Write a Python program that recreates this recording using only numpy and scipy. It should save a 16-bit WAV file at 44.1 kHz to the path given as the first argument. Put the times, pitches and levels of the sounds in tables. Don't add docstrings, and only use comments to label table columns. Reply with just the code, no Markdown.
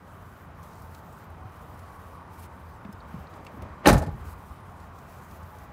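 import sys
import numpy as np
from scipy import signal
from scipy.io import wavfile

SR = 44100
rng = np.random.default_rng(int(sys.argv[2]) if len(sys.argv) > 2 else 0)


def natural_amplitude(level_db):
    exponent = np.asarray(level_db, float) / 20
    return 10 ** exponent


def master(y):
    cut = np.clip(np.atleast_2d(y).T, -1, 1)
    pcm = np.round(cut * 32767)
    wavfile.write(sys.argv[1], SR, pcm.astype(np.int16))


N = 252252
TIME = np.arange(N) / SR

# [t/s, level/dB]
ROAD_LEVEL = [
    (0.0, -52),
    (1.58, -49.5),
    (2.87, -50),
    (3.18, -48),
    (3.92, -48.5),
    (4.46, -50),
    (5.07, -50),
    (5.72, -50),
]
# [f/Hz, level/dB per Hz]
RUMBLE_COLOUR = [(15, -47), (25, -15), (81, 0), (113, -6), (168, -5.5), (193, -9), (289, -20), (336, -35.5),
                 (400, -18.5), (520, -69), (880, -120)]
# [f/Hz, level/dB per Hz]
ROAR_COLOUR = [(150, -11), (250, -2.5), (330, -4), (436, -4), (557, -2.5), (1100, 0.5), (2570, -20),
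               (3460, -26.5), (10400, -41), (15200, -53), (16000, -32)]
# [start t/s, length/s, first f/Hz, glide/Hz per s, level/dB]
TYRE_WHINES = [(.6, 0.62, 905, -29, -60), (1.33, 0.2, 752, 2, -55), (1.78, 0.53, 1126, -3.5, -54),
               (2.32, 0.88, 916, -5.5, -58.5), (2.98, .24, 790, -30.5, -59), (3.22, .45, 1135, -55, -62),
               (4.2, 0.92, 1057, -8., -65), (5.25, 0.64, 899, -170., -54.5)]
# [start t/s, length/s, level/dB]
INSECT_BOUTS = [
    (1.28, 1.85, -82),
    (4.344, 0.57, -77.5),
]
# [start t/s, length/s, first f/Hz, glide/Hz per s, level/dB]
BIRD_CHIRP = [
    (2.715, .07, 8500, -16500, -75),
]
# [start t/s, length/s, level/dB]
MOVEMENTS = [(0.0, 0.31, -69.5), (0.274, 0.18, -69.5), (0.55, 0.37, -66), (0.919, 0.064, -66),
             (0.964, 0.14, -71.5), (1.1, .16, -68), (1.457, 0.36, -69), (1.694, 0.45, -68.5),
             (2.063, 0.1, -68.5), (2.312, 0.14, -66.5), (2.39, 0.058, -59), (2.464, .34, -74),
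             (3.069, 0.18, -68.5), (3.31, 0.056, -70.5), (3.42, .065, -76), (3.53, 0.038, -71.5),
             (3.77, 0.043, -86), (4.095, 0.16, -73), (4.20, 0.096, -69.5), (4.264, 0.061, -61.5),
             (4.32, 0.29, -70), (4.665, 0.07, -72), (4.764, 0.11, -68.5), (4.948, 0.12, -68.5),
             (5.06, 0.24, -64.5), (5.294, 0.072, -64.5), (5.35, 0.22, -68), (5.554, .09, -66.5)]
# [f/Hz, level/dB per Hz]
CLOTH_COLOUR = [(1180, -24), (2000, 2), (2360, -2.5), (4080, -4), (8330, -4.5), (13600, -4), (15100, 1.5),
                (16000, -7)]
# [t/s, peak level/dB, centre f/Hz, width/octaves]
TICKS = [(.629, -52.5, 7000, 0.5), (.820, -50, 8000, 1.8), (0.947, -45, 3700, 2.1),
         (1.126, -56, 10000, 1.05), (1.301, -56, 12000, 1.24), (1.791, -50, 6060, 3), (2.849, -37, 700, 2),
         (2.926, -46, 8000, 3.4), (2.927, -52, 5240, 0.069), (3.003, -51, 4405, .06),
         (3.003, -53, 3800, .06), (3.270, -52, 4170, 0.31), (3.338, -52, 4600, 0.81),
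         (3.448, -50, 7000, 2.5), (3.457, -59, 12000, 1.1), (3.466, -43.5, 3180, 2),
         (3.465, -37, 2400, 0.34), (3.621, -46, 7000, 2.4), (3.621, -46, 2500, 1.1),
         (4.717, -59, 12000, .9), (4.80, -55, 4920, 1.9), (4.987, -52.5, 4500, 1.4),
         (5.311, -52.5, 4000, 1.6), (5.43, -55, 5000, 1.6), (5.585, -51, 6000, 2.3)]
# [t/s, peak level/dB, f/Hz]
THUDS = [(.604, -52, 83.6), (1.405, -38, 91.5), (1.447, -31, 102), (2.066, -44, 78.4), (2.851, -30, 199),
         (2.890, -31.5, 199), (2.932, -34, 90), (3.141, -26.5, 180), (3.158, -32, 125), (3.183, -32.5, 180),
         (3.20, -32.5, 75.6), (3.54, -35, 207), (3.575, -34.5, 248), (3.590, -31, 94), (3.605, -39, 186),
         (3.618, -27, 77), (3.655, -34, 98), (3.70, -32.5, 80.5), (4.68, -36, 89), (5.425, -36, 87),
         (5.61, -39, 70), (5.68, -35.5, 75)]
# [peak t/s, level/dB, rise/dB per s, fall/dB per s, bright share/1]
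AIR_RUSHES = [
    (3.39, -46.5, 200., 250., .04),
    (3.63, -43.5, 312, 125., 0.083),
    (3.857, -29, 896, 4400., 0.47),
]
# [t/s, peak level/dB, f/Hz]
BOOMS = [(3.868, -15.5, 69.6), (3.871, -5.5, 287), (3.874, -20, 155), (3.876, -22, 393), (3.882, -11, 216),
         (3.888, -11.5, 305), (3.882, -10, 42), (3.905, -13, 144), (3.921, -10.5, 186), (3.926, -8.5, 52),
         (3.927, -10, 97.2), (3.952, -10.5, 135.5), (3.972, -14.5, 99), (3.995, -16.5, 78),
         (4.015, -24.5, 157), (4.070, -22.5, 151), (4.078, -21.5, 92), (4.105, -28, 43.6),
         (4.142, -27.5, 146), (4.205, -28, 70.6), (4.265, -27, 77), (4.31, -37, 59.4), (4.40, -35, 86),
         (4.50, -32, 63.5)]
# [t/s, peak level/dB, f/Hz]
TRIM_RINGS = [(3.872, -5, 836), (3.886, -6, 690), (3.942, -24.5, 1270), (3.962, -21, 695),
              (3.982, -25, 822), (4.012, -22.5, 637), (4.028, -25.5, 847), (4.082, -31, 822),
              (4.125, -41, 810)]
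# [t/s, peak level/dB, centre f/Hz, width/octaves]
LATCH_RINGS = [(3.848, -49, 6000, 1.2), (3.8575, -13, 1750, 0.26), (3.8575, -13, 2440, 0.34),
               (3.868, -14, 1300, 0.47), (3.858, -33, 9000, .08), (3.866, -18.5, 4000, 0.18),
               (3.873, -17, 6120, 0.1), (3.874, -21.5, 9560, 0.059), (3.874, -23, 11850, 0.079),
               (3.878, -30, 7500, .06), (3.892, -27, 6160, 0.12), (3.907, -37, 6300, 0.13),
               (3.929, -31, 9200, .08), (3.977, -48, 8700, 0.083)]
# [t/s, metal level/dB, glass level/dB]
CONTACTS = [(3.8579, -5, -34), (3.865, -14, -32.5), (3.8702, -2.5, -29), (3.872, -15, -27),
            (3.881, -1.5, -27), (3.888, -2.5, -25.5), (3.895, -10, -30), (3.9054, -13, -40),
            (3.915, -16, -41), (3.9273, -21, -30.5), (3.9356, -27, -41), (3.9494, -32, -47),
            (3.9644, -22, -46), (3.9764, -31, -38.5), (3.9875, -36, -49), (4.018, -29, -46.5),
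            (4.0344, -30, -53), (4.0617, -31, -52.5), (4.0844, -38, -66)]
# [f/Hz, level/dB per Hz]
METAL_COLOUR = [(500, 3.5), (900, -3), (1400, -2.5), (2200, -10), (3200, -16.5), (5000, -20)]
# [f/Hz, level/dB per Hz]
GLASS_COLOUR = [(3000, -4.5), (4500, -6.5), (6200, 5.5), (8000, -6), (9600, 4), (12000, -7), (16000, -7)]
# [t/s, peak level/dB]
BLOWS = [(3.861, -6), (3.870, -7), (3.877, -7), (3.886, -9.5), (3.895, -11.5), (3.904, -5.5), (3.916, -19),
         (3.928, -15), (3.944, -17.5), (3.957, -17), (3.973, -21), (3.99, -25), (4.012, -29),
         (4.030, -26.5), (4.058, -32), (4.08, -29)]
# [f/Hz, level/dB, t60/s]
PANEL_MODES = [(233.4, -12.5, 0.13), (285.7, -13.5, 0.13), (370, -9, 0.042), (413, -27, 0.11),
               (447, -15.5, 0.058), (510, -15, 0.059), (564, -15, 0.098), (610, -18, 0.07),
               (690, -28.5, 0.087), (746, -16, 0.067), (853, -15, 0.05), (910, -41, 0.12), (950, -25, 0.15),
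               (1250, -31, 0.084), (1276, -52, .04), (1513, -36, .07), (1790, -18.5, 0.046)]
# [delay t/s, level/dB]
ECHOES = [
    (.021, -38),
    (.047, -14),
    (.083, -23),
    (.131, -32.5),
]

RUMBLE_DB, RUMBLE_FOLLOWS = -49, 0.2
HUM_HZ, HUM_WIDTH_HZ, HUM_DB = 85, 7.9, -56
SHUDDER_S, SHUDDER_DB, SHUDDER_RISE_DB_PER_S, SHUDDER_FALL_DB_PER_S = 4.04, -35.5, 122, 49
CLOTH_ATTACK_SHARE, CLOTH_RELEASE_SHARE = 0.32, 0.28
CLOTH_LEAD_S, CLOTH_REST_DB = 0.025, -75.5
TICK_T60_S, LATCH_T60_S = 0.031, 0.033
THUD_T60_S, BOOM_T60_S, TRIM_T60_S = 0.11, 0.11, 0.18
DAMPING_SLOPE = 0.5
CONTACT_T60_S, CONTACT_RISE_S, SOFTENING = 0.081, 0.00055, 0.011


def rms_one(x):
    return x / np.sqrt(np.mean(x ** 2) + 1e-20)


def drift(rate):
    r = np.exp(-80 * np.pi * rate / SR)
    slow = signal.lfilter([1], [1, -2 * r, r * r], rng.standard_normal(N // 40 + 2002))[2000:]
    return np.interp(np.arange(N) / 40, np.arange(len(slow)), rms_one(slow))


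def band(x, low_hz, high_hz):
    edges = np.clip([low_hz, high_hz], [15, 20], [.4 * SR, .45 * SR])
    return signal.sosfilt(signal.butter(2, edges, "band", fs=SR, output="sos"), x)


def coloured(sources, spectrum, patchy_db):
    hz, level_db = np.transpose(spectrum)
    bands = round(3 * np.log2(hz[-1] / hz[0]))
    edges = np.geomspace(hz[0], hz[-1], bands + 1)
    out = 0
    for k, (low, high) in enumerate(zip(edges, edges[1:])):
        gain_db = np.interp(np.log(low * high) / 2, np.log(hz), level_db)
        out = out + natural_amplitude(gain_db + patchy_db * drift(5.2)) * band(sources[k % 2], low, high)
    return out


def grains(shape, per_s, spread_db, smooth):
    sizes = natural_amplitude(spread_db * np.minimum(rng.exponential(1, shape), 4)) * rng.choice([-1, 1], shape)
    clicks = rms_one(sizes * (rng.random(shape) < per_s / SR))
    return rms_one(smooth * rng.standard_normal(shape) + clicks)


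def ring(clicks, hz, t60):
    r, w = natural_amplitude(-60 / (t60 * SR)), 2 * np.pi * hz / SR
    return signal.lfilter([0, np.sin(w)], [1, -2 * r * np.cos(w), r * r], clicks + 1e-18)


def add(out, s, sound):
    at = round(s * SR)
    out[at:at + len(sound)] += sound[:N - at]


def hold(start, length, attack_s, release_s):
    attack, release = (TIME - start) / attack_s, (start + length - TIME) / release_s
    return np.clip(np.minimum(attack, release), 0, 1)


def tent(s, peak_db, rise, fall):
    return natural_amplitude(peak_db - np.maximum(rise * (s - TIME), fall * (TIME - s)))


def glides(rows, fade_s):
    out = np.zeros(N)
    for s, length, hz, glide, db in rows:
        t = TIME - s
        out += natural_amplitude(db) * hold(s, length, fade_s, fade_s) * np.sin(2 * np.pi * t * (hz + glide * t / 2))
    return out


def pushes(rows, t60_100, rise_cycles):
    out, t = np.zeros(N), TIME[:30000]
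    for s, peak_db, hz in rows:
        t60 = t60_100 * (100 / hz) ** DAMPING_SLOPE
        swell = 1 - np.exp(-t * hz / rise_cycles)
        add(out, s, natural_amplitude(peak_db - 60 * t / t60) * swell * np.sin(2 * np.pi * hz * t))
    return out


def bursts(rows, t60, rise_s):
    out, t = np.zeros(N), TIME[:6000]
    shape = natural_amplitude(-60 * t / t60) * (1 - np.exp(-t / rise_s))
    noises = rng.standard_normal((len(rows), len(t)))
    for (s, peak_db, hz, octaves), noise in zip(rows, noises):
        half = 2 ** (np.clip(octaves, .03, 4) / 2)
        burst = shape * band(noise, hz / half, hz * half)[::-1]
        add(out, s, natural_amplitude(peak_db - 3) * rms_one(burst) * np.sqrt(np.mean(shape ** 2)))
    return out


def engine_hum():
    hum = rms_one(band(rng.standard_normal(N), HUM_HZ - HUM_WIDTH_HZ / 2, HUM_HZ + HUM_WIDTH_HZ / 2))
    firing_hz = HUM_HZ + 2.42 * drift(0.813)
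    hum += natural_amplitude(1.5) * np.sin(2 * np.pi * np.cumsum(firing_hz) / SR)
    octave = band(rng.standard_normal(N), 2 * HUM_HZ - HUM_WIDTH_HZ, 2 * HUM_HZ + HUM_WIDTH_HZ)
    return natural_amplitude(HUM_DB) * (hum + natural_amplitude(-11.5) * rms_one(octave))


def road():
    roar_db = np.interp(TIME, *np.transpose(ROAD_LEVEL))
    rumble = rms_one(coloured(rng.standard_normal((2, N)), RUMBLE_COLOUR, patchy_db=0.24))
    roar = rms_one(coloured(rng.standard_normal((2, N)), ROAR_COLOUR, patchy_db=1.25))
    flutter = rms_one(3.3 + drift(21.0))
    whine = flutter * natural_amplitude(1.0) * glides(TYRE_WHINES, fade_s=0.066)
    traffic = natural_amplitude(RUMBLE_DB + RUMBLE_FOLLOWS * (roar_db - roar_db.mean()))
    shudder = tent(SHUDDER_S, SHUDDER_DB, SHUDDER_RISE_DB_PER_S, SHUDDER_FALL_DB_PER_S)
    return np.hypot(traffic, shudder) * rumble + natural_amplitude(roar_db + 0.5) * roar + whine


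def insect():
    level = sum(natural_amplitude(db) * hold(s, length, 0.074, 0.28) for s, length, db in INSECT_BOUTS)
    throb = .6 + np.sin(np.pi * 45 * TIME) ** 2
    return level * rms_one(throb * band(rng.standard_normal(N), 9400, 9740))


def bird():
    return glides(BIRD_CHIRP, fade_s=.015)


def clothes():
    power = np.full(N, natural_amplitude(2 * CLOTH_REST_DB))
    for s, length, db in MOVEMENTS:
        swell = hold(s - CLOTH_LEAD_S, length + 2 * CLOTH_LEAD_S,
                     CLOTH_ATTACK_SHARE * length, CLOTH_RELEASE_SHARE * length)
        power += (natural_amplitude(db) * swell) ** 2
    fibres = grains((2, N), per_s=1400.0, spread_db=14.0, smooth=3.2)
    cloth = rms_one(coloured(fibres, CLOTH_COLOUR, patchy_db=1.4))
    return np.sqrt(power) * natural_amplitude(2.0 + 1.2 * drift(26)) * cloth


def ticks():
    return bursts(TICKS, TICK_T60_S, rise_s=0.00062)


def thuds():
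    return pushes(THUDS, THUD_T60_S, rise_cycles=0.27)


def swing():
    noise = rng.standard_normal((2, N))
    dull, bright = rms_one(band(noise[0], 160, 730)), rms_one(band(noise[1], 720, 2100))
    return sum(tent(s, db, rise, fall) * (dull + share * bright) for s, db, rise, fall, share in AIR_RUSHES)


def cabin_boom():
    return pushes(BOOMS, BOOM_T60_S, rise_cycles=0.27)


def trim():
    return pushes(TRIM_RINGS, TRIM_T60_S, rise_cycles=2.9)


def latch():
    return bursts(LATCH_RINGS, LATCH_T60_S, rise_s=0.00056)


def clatter():
    metal, glass, t = np.zeros(N), np.zeros(N), TIME[:9000]
    for s, metal_db, glass_db in CONTACTS:
        rise_s = CONTACT_RISE_S + SOFTENING * (s - CONTACTS[0][0])
        fading = natural_amplitude(-120 * t / CONTACT_T60_S) * (1 - np.exp(-t / rise_s)) ** 2
        add(metal, s, natural_amplitude(2 * (metal_db - 11)) * fading)
        add(glass, s, natural_amplitude(2 * (glass_db + 0.5)) * fading)
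    spray = grains((2, N), per_s=3000., spread_db=4, smooth=0.81)
    dull = rms_one(coloured(spray, METAL_COLOUR, patchy_db=1.5))
    bright = rms_one(coloured(spray, GLASS_COLOUR, patchy_db=1.0))
    return np.sqrt(metal) * dull + np.sqrt(glass) * bright


def panel():
    s, peak_db = np.transpose(BLOWS)
    at, out = np.round(s * SR).astype(int), np.zeros(N)
    for hz, level_db, t60 in PANEL_MODES:
        side, strength = rng.standard_normal((2, len(at)))
        clicks = np.zeros(N)
        clicks[at] = natural_amplitude(peak_db + level_db + 2.4 * strength) * np.sign(side)
        out += ring(clicks, hz, t60)
    return out


def yard(x):
    out, dull = x.copy(), band(x, 120, 3800)
    for s, level_db in ECHOES:
        add(out, s, natural_amplitude(level_db) * dull)
    return out


def scene():
    background = road() + engine_hum() + insect() + bird()
    person = clothes() + ticks() + thuds()
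    slam = yard(clatter() + panel() + latch() + trim()) + cabin_boom() + swing()
    return (background + person + slam)[None]


def top_cut(x):
    return signal.sosfilt(signal.butter(12, 16850, fs=SR, output="sos"), x)


def record(dry):
    bass_cut = signal.sosfilt(signal.butter(4, 40, "high", fs=SR, output="sos"), dry)
    rounded = 1.2 * np.tanh(bass_cut / 1.2)
    mix = signal.sosfilt(signal.cheby2(14, 45, 16100, fs=SR, output="sos"), rounded)
    return top_cut(mix)


dry = scene()
out = record(dry)
master(out)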